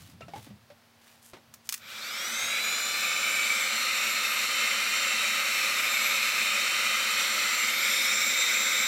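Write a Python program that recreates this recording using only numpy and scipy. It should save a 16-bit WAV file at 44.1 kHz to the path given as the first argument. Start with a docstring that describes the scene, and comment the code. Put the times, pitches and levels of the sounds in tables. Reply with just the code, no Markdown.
"""A hot-air gun is picked up at a wooden desk: knocks ring over clatter, filtered hiss slides, a squeak chirps.
Its plastic switch snaps at about 1.7 s, and the motor spins up: sines whine on multiples of the shaft speed
while the brushes scrape, fizz and buzz. Noise through the resonances of the barrel becomes rushing air, which
changes colour as the hand sweeps it over a watercolour; near 7.5 s the tool is lifted and the hiss brightens.
A faint room noise, hum and hiss lie underneath throughout, close to one microphone."""
import sys
import numpy as np
from scipy import signal
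from scipy.fft import rfft, irfft
from scipy.io import wavfile
from scipy.ndimage import map_coordinates

SR = 44100
rng = np.random.default_rng(int(sys.argv[2]) if len(sys.argv) > 2 else 0)


def store_wav(level_fs):
    """Save 16-bit WAV to argv[1]."""
    pcm = np.round(np.clip(np.atleast_2d(level_fs), -1, 1) * 32767)
    wavfile.write(sys.argv[1], SR, pcm.T.astype(np.int16))


N = 391166
T = np.arange(N) / SR

# Resonances the air excites, balanced within each part: f/Hz, width/Hz, level/dB
HOUSING = [(139, 94, -27), (224.4, 22.2, -6), (328, 120, -17), (549, 116, -5), (816, 1500, -14),
           (1315, 307, -2), (1440, 430, -5.5), (1900, 1200, -9)]
BARREL = [(2278, 310, 0), (2575, 670, -6.5)]
GRILLE = [(3510, 770, 1.5), (3900, 590, 6), (4700, 2100, -1), (5860, 950, 1.5), (7425, 900, 2),
          (8540, 1850, -5.5), (10450, 660, -10), (11440, 1940, -8), (13800, 4200, -11.5)]
# Barrel note as the nozzle tilts and nears the paper: t/s, level/dB before a trim, share of usual frequency
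BARREL_NOTE = [(1.9, 0.5, 1.06), (2.32, 2.5, 0.91), (2.55, 9, 1), (2.87, 4, 1.03), (3.03, 6.5, 1.04),
               (3.75, 9, 1.003), (4.15, 8.5, 0.96), (5.5, 9, 0.95), (8.3, 8.5, 0.96)]
# Bands of the rush that swell or sink as the nozzle swings: start t/s, length/s, from f/Hz, to f/Hz, level/dB
SWEEPS = [(1.7, 2.2, 760, 770, 5), (2.08, .6, 7900, 8450, 7.5), (2.45, 1.2, 3350, 3400, -6),
          (2.8, 1.25, 2420, 2080, 4), (3.15, .7, 9200, 7600, 5.5), (3.35, .55, 3100, 2400, -9),
          (3.35, .35, 4000, 3500, 4.5), (7.05, .5, 2900, 2850, -6), (7.1, .4, 3450, 3500, 5),
          (7.68, .5, 3700, 3800, 4.5), (7.62, .8, 5000, 5600, 7), (7.76, .45, 8300, 9600, 7.5),
          (7.95, 1.5, 2750, 2750, -4.5), (8.05, 1.3, 13500, 13700, 6.5)]
# Echo lag, set by the tool's height over the desk: t/s, lag/ms
ECHO_LAG = [(2.1, 0.59), (3.2, 0.56), (4.0, 0.73), (4.9, 0.7), (5.7, 0.745), (6.1, 0.79), (6.7, 0.73),
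            (7.5, 0.69), (7.82, 0.58), (8.2, 0.53)]
# Echoes off the desk and the things on it: multiple of the desk's lag, share of the direct sound
ECHOES = [(1, .24), (1.5, .15), (2.15, .1)]
# Steady tones at full speed: shaft order, level/dB, change when lifted/dB
STEADY_TONES = [(2, -46.5, -1.5), (3, -47.5, -9), (4, -48, -3), (6, -43.5, 7.5), (9, -50.5, -1),
                (11, -54, 7), (19, -56, 2), (24, -63, 11)]
# Tones on orders 5, 7, 12 and 20 that swell and fade as the tool turns: t/s, level/dB at full speed
FAN_WHINE = [(2.4, -48), (3.15, -43), (4.15, -52), (4.55, -40.5), (5.9, -44.5), (6.9, -39.5), (8.2, -48.5)]
LOW_WHINE = [(1.97, -52), (2.15, -40), (2.7, -35.5), (3.05, -41), (3.4, -51), (3.85, -38.5), (4.15, -42.5),
             (7.4, -42), (8.35, -48), (8.6, -48)]
BLADE_WHINE = [(1.87, -44), (2.15, -38), (2.75, -38), (4.75, -46), (5.05, -37), (5.5, -58), (5.95, -42),
               (6.45, -44), (6.8, -50), (7.2, -47), (7.7, -37.5), (7.9, -37.5), (8.7, -35)]
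TOP_WHINE = [(2.4, -57), (3, -51), (3.75, -55), (4.25, -40.5), (4.7, -59), (5.15, -57), (5.4, -52),
             (6.05, -43.5), (6.5, -57), (6.75, -70), (7.15, -50), (7.95, -45), (8.8, -54)]
# Dropouts of orders 7, 12 and 20 as the tool moves through their standing waves: t/s
LOW_DROPOUTS = [2.29, 4.04, 5.83]
BLADE_DROPOUTS = [2.58, 2.96, 3.87, 4.33, 4.84, 5.19, 7.76, 8.04]
TOP_DROPOUTS = [3.15, 3.88, 4.2, 4.56, 5.24, 7.46, 8.15, 8.48]
# Colour of the brushes' treble fizz: f/Hz, level/dB
FIZZ_COLOUR = [(9500, -27), (12800, 0), (15000, -11)]
# The switch is touched, snaps over and bounces: t/s, level/dB, t60/s
CLICKS = [(1.539, -36.5, 0.033), (1.672, -38, 0.008), (1.6907, -16, 0.013), (1.696, -21, 0.012),
          (1.724, -17, 0.014), (1.729, -28, 0.029), (1.740, -22, 0.022), (1.744, -30, 0.018),
          (1.777, -39, 0.032)]
# Colour of the plastic switch, also of the brush scrape: f/Hz, level/dB
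PLASTIC_COLOUR = [(650, -36), (1200, -3.5), (4500, -2.5), (6000, 1.5), (10000, -3), (15000, -3.5)]
# Knocks on desk and tool: t/s, level/dB, ring f/Hz, ring t60/s, clatter level/dB against the ring
KNOCKS = [(0.089, -45, 255, 0.067, -20), (.207, -38.5, 650, 0.04, -7), (.217, -44.5, 1323, 0.1, -20),
          (0.218, -45, 2770, 0.066, -25), (0.282, -41.5, 683, 0.072, -4.5), (0.335, -31, 811, 0.078, -14.5),
          (.358, -37.5, 875, 0.09, -6), (0.38, -45, 870, 0.043, -6), (0.467, -43.5, 260, 0.068, -7),
          (.502, -39, 202, 0.13, -16), (.701, -45, 585, 0.091, -6.5), (1.333, -44.5, 550, 0.091, 2),
          (1.366, -55, 890, 0.05, 3.5)]
# Partials of a knock: multiple of its ring frequency, level/dB
RING = [(0.999, 2), (1.1, -18), (2.7, -16)]
# Colour of the knocks' clatter: f/Hz, level/dB
CLATTER_COLOUR = [(30, -35), (130, 7), (600, 3.5), (1300, -1), (3500, -6), (5000, -11.5), (15000, -30)]
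# Tool and cord slide over the desk: start t/s, length/s, level/dB before the grain, strongest f/Hz
SLIDES = [(-0.08, 0.24, -57, 3500), (.3, 0.22, -57, 3200), (0.974, 0.25, -60, 2200),
          (1.206, 0.125, -56.5, 11000), (1.641, 0.049, -58, 7000)]
# The arms bump the desk: t/s, level/dB
BUMPS = [(0, -49), (.12, -48.5), (.21, -49), (.36, -48), (.49, -51), (1.47, -58), (1.8, -58.5), (2.39, -57)]
# Colour of the desk rumble: f/Hz, level/dB
RUMBLE_COLOUR = [(45, -51), (90, 8.5), (170, 2), (350, -14), (3000, -91)]
# Colour of the quiet room: f/Hz, level/dB
ROOM_COLOUR = [(48, -41), (95, -2), (130, -9), (350, -16), (650, -11.5), (1500, -14.5), (5000, -20),
               (15000, -48)]

# The motor runs up exponentially once the contacts close, then creeps faster as it warms
ON_S, SHAFT_HZ, RUN_UP_S, CREEP_HZ_PER_S = 1.742, 607.4, 0.322, 1.02
# Growth with speed: gain is the speed share to these powers
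RUSH_POWER, BEAM_POWER, TONE_POWER = 1.45, 1.6, 3.9
# The rush starts a little weaker and builds as the tool is brought over the paper
RUSH_DB, APPROACH_DB, APPROACH_END_S = -36, -2, 6
# Lifting the tool raises the hiss around one band and changes the steady tones
LIFT_S, LIFT_LENGTH_S, LIFT_HISS_DB, LIFT_HZ, LIFT_WIDTH_HZ = 7.52, 0.66, 2.5, 6000, 2600
SWEEP_WIDTH_HZ, SWEEP_WIDTH_SHARE = 120, 0.024  # fixed width plus a share of the centre
ECHO_DAMP_HZ = 10100  # rough surfaces take the treble off the echoes
DROPOUT_S = 0.058
SLIDE_BASS_DB, SLIDE_TOP_DB = -9, -10  # skirts of the sliding hiss
SQUEAK_S, SQUEAK_LENGTH_S, SQUEAK_DB = 0.216, 0.022, -49.5
SQUEAK_HZ, SQUEAK_SAG_HZ_PER_S = 3000, 54000
ROOM_DB, HUM_HZ, HUM_DB, HISS_DB = -62.5, 232, -66.5, -68.5
TOP_HZ = 15800


def air(barrel_db, hiss_db, dull_db_per_octave, flutter_db):
    """Turbulence rings housing, barrel and grille, louder and brighter with speed; near echoes comb it."""
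    frames = dict(nperseg=2048, noverlap=1536)
    hz, s, eddies = signal.stft(rng.standard_normal(N), SR, **frames)
    hz = hz[:, None] + 1  # keeps clear of 0 Hz
    approach_db = APPROACH_DB * (1 - ramp(s, ON_S, APPROACH_END_S - ON_S))
    rush = undb(RUSH_DB + approach_db) * speed(s) ** RUSH_POWER

    note_db, tuning = read(BARREL_NOTE, s)
    barrel_modes = [(f * tuning, width, db) for f, width, db in BARREL]
    lift_db = LIFT_HISS_DB * ramp(s, LIFT_S, LIFT_LENGTH_S) * resonance(hz, LIFT_HZ, LIFT_WIDTH_HZ)
    dull_db = dull_db_per_octave * (1 - speed(s)) * np.log2(hz / 4000)
    grille_db = hiss_db + lift_db - dull_db
    parts = [(HOUSING, 0), (barrel_modes, note_db + barrel_db), (GRILLE, grille_db)]
    power = 0
    for modes, part_db in parts:
        shape = sum(undb(db) ** 2 * resonance(hz, f, width) for f, width, db in modes)
        power = power + shape / shape.mean() * undb(part_db) ** 2

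    lag_s = read(ECHO_LAG, s)[0] / 1000
    echoes = sum(share * np.exp(-2j * np.pi * hz * lag_s * multiple) for multiple, share in ECHOES)
    comb = np.abs(1 + echoes / (1 + (hz / ECHO_DAMP_HZ) ** 2))
    coloured = eddies * rush * np.sqrt(power) * comb * undb(sweeps(hz, s))
    stream = signal.istft(coloured, SR, **frames)[1][:N]
    return stream * undb(flutter_db * walk(24, T))


def sweeps(hz, s):
    """Gain in dB of the narrow bands that swell or sink while they glide."""
    out = 0
    for start, length, from_hz, to_hz, db in SWEEPS:
        along = ramp(s, start, length)
        centre = from_hz + (to_hz - from_hz) * along
        width = SWEEP_WIDTH_HZ + SWEEP_WIDTH_SHARE * centre
        out = out + db * np.sin(np.pi * along) * np.exp(-((hz - centre) / width) ** 2)
    return out


def treble_ripple(x, share=0.16, drift_ms=0.088, above_hz=2200, count=6):
    """Randomly drifting short delays, mixed in above a highpass, give the rush a fine, wandering ripple."""
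    highpass = signal.butter(2, above_hz, "high", fs=SR, output="sos")
    treble = signal.sosfilt(highpass, x)
    out = x
    for delay_ms in rng.uniform(1.2, 7, count):
        delay = (delay_ms + drift_ms * walk(1.5, T)) * SR / 1000  # in samples
        out = out + share * map_coordinates(treble, [np.arange(N) - delay], order=3)
    return out


def motor(jitter):
    """The slightly unsteady shaft drives both the whine and the brushes."""
    shaft_hz = SHAFT_HZ * speed(T) * (1 + jitter * walk(25.0, T))
    angle = 2 * np.pi * np.cumsum(shaft_hz) / SR
    tones = whine(angle, waver_db=2, beam_waver_db=1.63, shimmer=0.15, cut_on_hz=1136)
    scraping = scrape(angle, scrape_db=-50.5, strand_db=-50.5, start_s=1.872, t60=1.5)
    buzzing = buzz(angle, buzz_db=-41, centre_hz=12800, width_hz=5200, t60=6.0, fizz_db=-2.5)
    return tones + scraping + buzzing


def speed(times):
    """The motor's speed as a share of its run-up speed, which the slow creep then passes."""
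    age = np.maximum(times - ON_S, 0)
    return (1 - np.exp(-age / RUN_UP_S)) * (1 + CREEP_HZ_PER_S * age / SHAFT_HZ)


def whine(angle, waver_db, beam_waver_db, shimmer, cut_on_hz):
    """Blades and commutator sing on shaft orders; each tone shimmers and escapes only above the cut-on."""
    lifted, spin = ramp(T, LIFT_S, LIFT_LENGTH_S), speed(T)
    beams = [(5, FAN_WHINE, []), (7, LOW_WHINE, LOW_DROPOUTS),
             (12, BLADE_WHINE, BLADE_DROPOUTS), (20, TOP_WHINE, TOP_DROPOUTS)]
    tones = []
    for order, curve, gaps in beams:
        level_db = read(curve, T)[0] + beam_waver_db * walk(13.0, T)
        tones.append((order, undb(level_db) * dropouts(gaps) * spin ** BEAM_POWER))
    for order, db, lift_db in STEADY_TONES:
        level_db = db + lift_db * lifted + waver_db * walk(7.9, T)
        tones.append((order, undb(level_db) * spin ** TONE_POWER))
    out = 0
    for order, gain in tones:
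        escapes = ramp(order * SHAFT_HZ * spin, cut_on_hz, cut_on_hz / 20)
        tone = np.sin(order * angle + rng.uniform(0, 2 * np.pi))
        out = out + gain * escapes * (1 + shimmer * walk(34, T)) * tone
    return np.sqrt(2) * out  # tone levels are rms


def dropouts(times):
    """Gain of a tone that its own echo briefly cancels at the given times."""
    return 1 - sum(np.exp(-((T - s) / DROPOUT_S) ** 2) for s in times)


def scrape(angle, scrape_db, strand_db, start_s, t60):
    """Under the starting current the brushes scrape and sing on even shaft orders, then settle."""
    strands = sum(np.sin(order * angle + walk(45, T) / 2) for order in range(8, 20, 2))
    mix = undb(scrape_db) * noise(PLASTIC_COLOUR) + undb(strand_db) * strands
    return mix * fade(np.maximum(T - start_s, 0), t60, rise=0.0098)


def buzz(angle, buzz_db, centre_hz, width_hz, t60, fizz_db):
    """The brushes buzz in rough, flickering high orders through a treble resonance, with noisy fizz."""
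    spin = speed(T)
    shaft_hz = SHAFT_HZ * spin + 1
    tones = 0
    for order in range(21, 35):
        gain = np.abs(walk(9, T)) * resonance(order * shaft_hz, centre_hz, width_hz)
        tones = tones + gain * np.sin(order * angle + walk(45, T))
    mix = tones * spin ** 2 + undb(fizz_db) * noise(FIZZ_COLOUR)
    return undb(buzz_db) * mix * fade(np.maximum(T - ON_S, 0), t60, rise=0.66)


def switch():
    """Bright, quickly damped cracks of the plastic rocker."""
    blows, age = np.zeros(N), T[:SR // 10]
    for s, db, t60 in CLICKS:
        add(blows, s, undb(db) * fade(age, t60, rise=0.00071))
    return blows * noise(PLASTIC_COLOUR)


def knocks():
    """Each knock rings a few decaying partials over a short clatter."""
    out, age, clatter = np.zeros(N), T[:SR // 2], noise(CLATTER_COLOUR)
    for s, db, hz, t60, clatter_db in KNOCKS:
        partials = sum(undb(part_db) * np.sin(2 * np.pi * hz * ratio * age) for ratio, part_db in RING)
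        ring = partials * fade(age, t60, rise=0.0018)
        grains = np.roll(clatter, rng.integers(N))[:len(age)]
        rattle = grains * fade(age, t60=0.14, rise=0.00039)
        add(out, s, undb(db) * (ring + undb(clatter_db) * rattle))
    return out


def slides(grain_db):
    """Things dragged over the desk hiss in grainy swells of coloured noise."""
    out = 0
    for s, length, db, hz in SLIDES:
        hiss = noise([(hz / 10, SLIDE_BASS_DB), (hz, 0), (TOP_HZ, SLIDE_TOP_DB)])
        out = out + undb(db) * np.sin(np.pi * ramp(T, s, length)) * hiss
    return out * undb(grain_db * walk(210, T))


def squeak():
    """The slipping grip gives a brief chirp that sinks in pitch."""
    along = ramp(T, SQUEAK_S, SQUEAK_LENGTH_S)
    hz = SQUEAK_HZ - SQUEAK_SAG_HZ_PER_S * SQUEAK_LENGTH_S * along
    return undb(SQUEAK_DB) * np.sin(np.pi * along) * np.sin(2 * np.pi * np.cumsum(hz) / SR)


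def bumps(t60):
    """Bumps of the arms set the desk rumbling in low, decaying noise."""
    swell = sum(undb(db) * fade(np.maximum(T - s, 0), t60, rise=0.011) for s, db in BUMPS)
    return swell * noise(RUMBLE_COLOUR)


def in_room(x, wet_db, t60):
    """A small furnished room adds a short diffuse tail."""
    age = T[:SR // 2]
    tail = rng.standard_normal(len(age)) * fade(age, t60, rise=0.0065)
    return x + undb(wet_db) * signal.fftconvolve(x, tail / np.linalg.norm(tail))[:N]


def background():
    """Coloured room noise, a steady hum and white hiss."""
    hum = undb(HUM_DB) * np.sin(2 * np.pi * HUM_HZ * T)
    return undb(ROOM_DB) * noise(ROOM_COLOUR) + hum + undb(HISS_DB) * rng.standard_normal(N)


def undb(db):
    """Decibels to gain."""
    return 10 ** (np.asarray(db) / 20)


def unit(x):
    """Scale to rms 1."""
    return x / np.sqrt(np.mean(x ** 2))


def read(table, times):
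    """The columns of a curve at the given times."""
    s, *columns = np.transpose(table)
    return [np.interp(times, s, column) for column in columns]


def ramp(times, start, length):
    """A straight rise from 0 to 1."""
    return np.clip((times - start) / length, 0, 1)


def walk(rate, times):
    """Smooth chance with a spread of 1, changing about rate times a second."""
    hz = np.arange(N // 2 + 1) * SR / N
    lowpass = np.exp(-np.minimum(hz / rate, 20) ** 2)
    slow = irfft(rfft(rng.standard_normal(N)) * lowpass, N)
    return np.interp(times, T, unit(slow))


def noise(colour):
    """Noise of rms 1 with a spectrum of (f/Hz, level/dB) points."""
    hz, db = np.transpose(colour)
    bins = np.arange(N // 2 + 1) * SR / N
    gain = undb(np.interp(np.log(bins + 1), np.log(hz), db))
    return unit(irfft(rfft(rng.standard_normal(N)) * gain, N))


def resonance(hz, centre, width):
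    """Power response of a steep resonance."""
    return 1 / (1 + ((hz ** 2 - centre ** 2) / (hz * width)) ** 2) ** 2


def fade(age, t60, rise):
    """Envelope of a blow: a quick rise, then an exponential decay."""
    return (1 - np.exp(-age / rise)) * np.exp(-np.log(1000) * age / t60)


def add(track, s, sound):
    """Mix a sound into the track at time s."""
    start = max(int(s * SR), 0)
    track[start:start + len(sound)] += sound[:N - start]


def scene():
    """Blower, switch and handling over the background; both channels carry the same sound."""
    rush = air(barrel_db=-2.0, hiss_db=2.5, dull_db_per_octave=8.5, flutter_db=0.5)
    blower = treble_ripple(rush) + motor(jitter=0.00033)
    handling = knocks() + slides(grain_db=3) + squeak() + bumps(t60=0.54)
    near = in_room(switch() + handling, wet_db=-11.5, t60=0.14)
    return np.tile(blower + near + background(), (2, 1))


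def record(dry):
    """A steep elliptic low-pass cuts the top."""
    lowpass = signal.ellip(10, 0.2, 80, TOP_HZ, fs=SR, output="sos")
    return signal.sosfilt(lowpass, dry)


dry = scene()
out = record(dry)
store_wav(out)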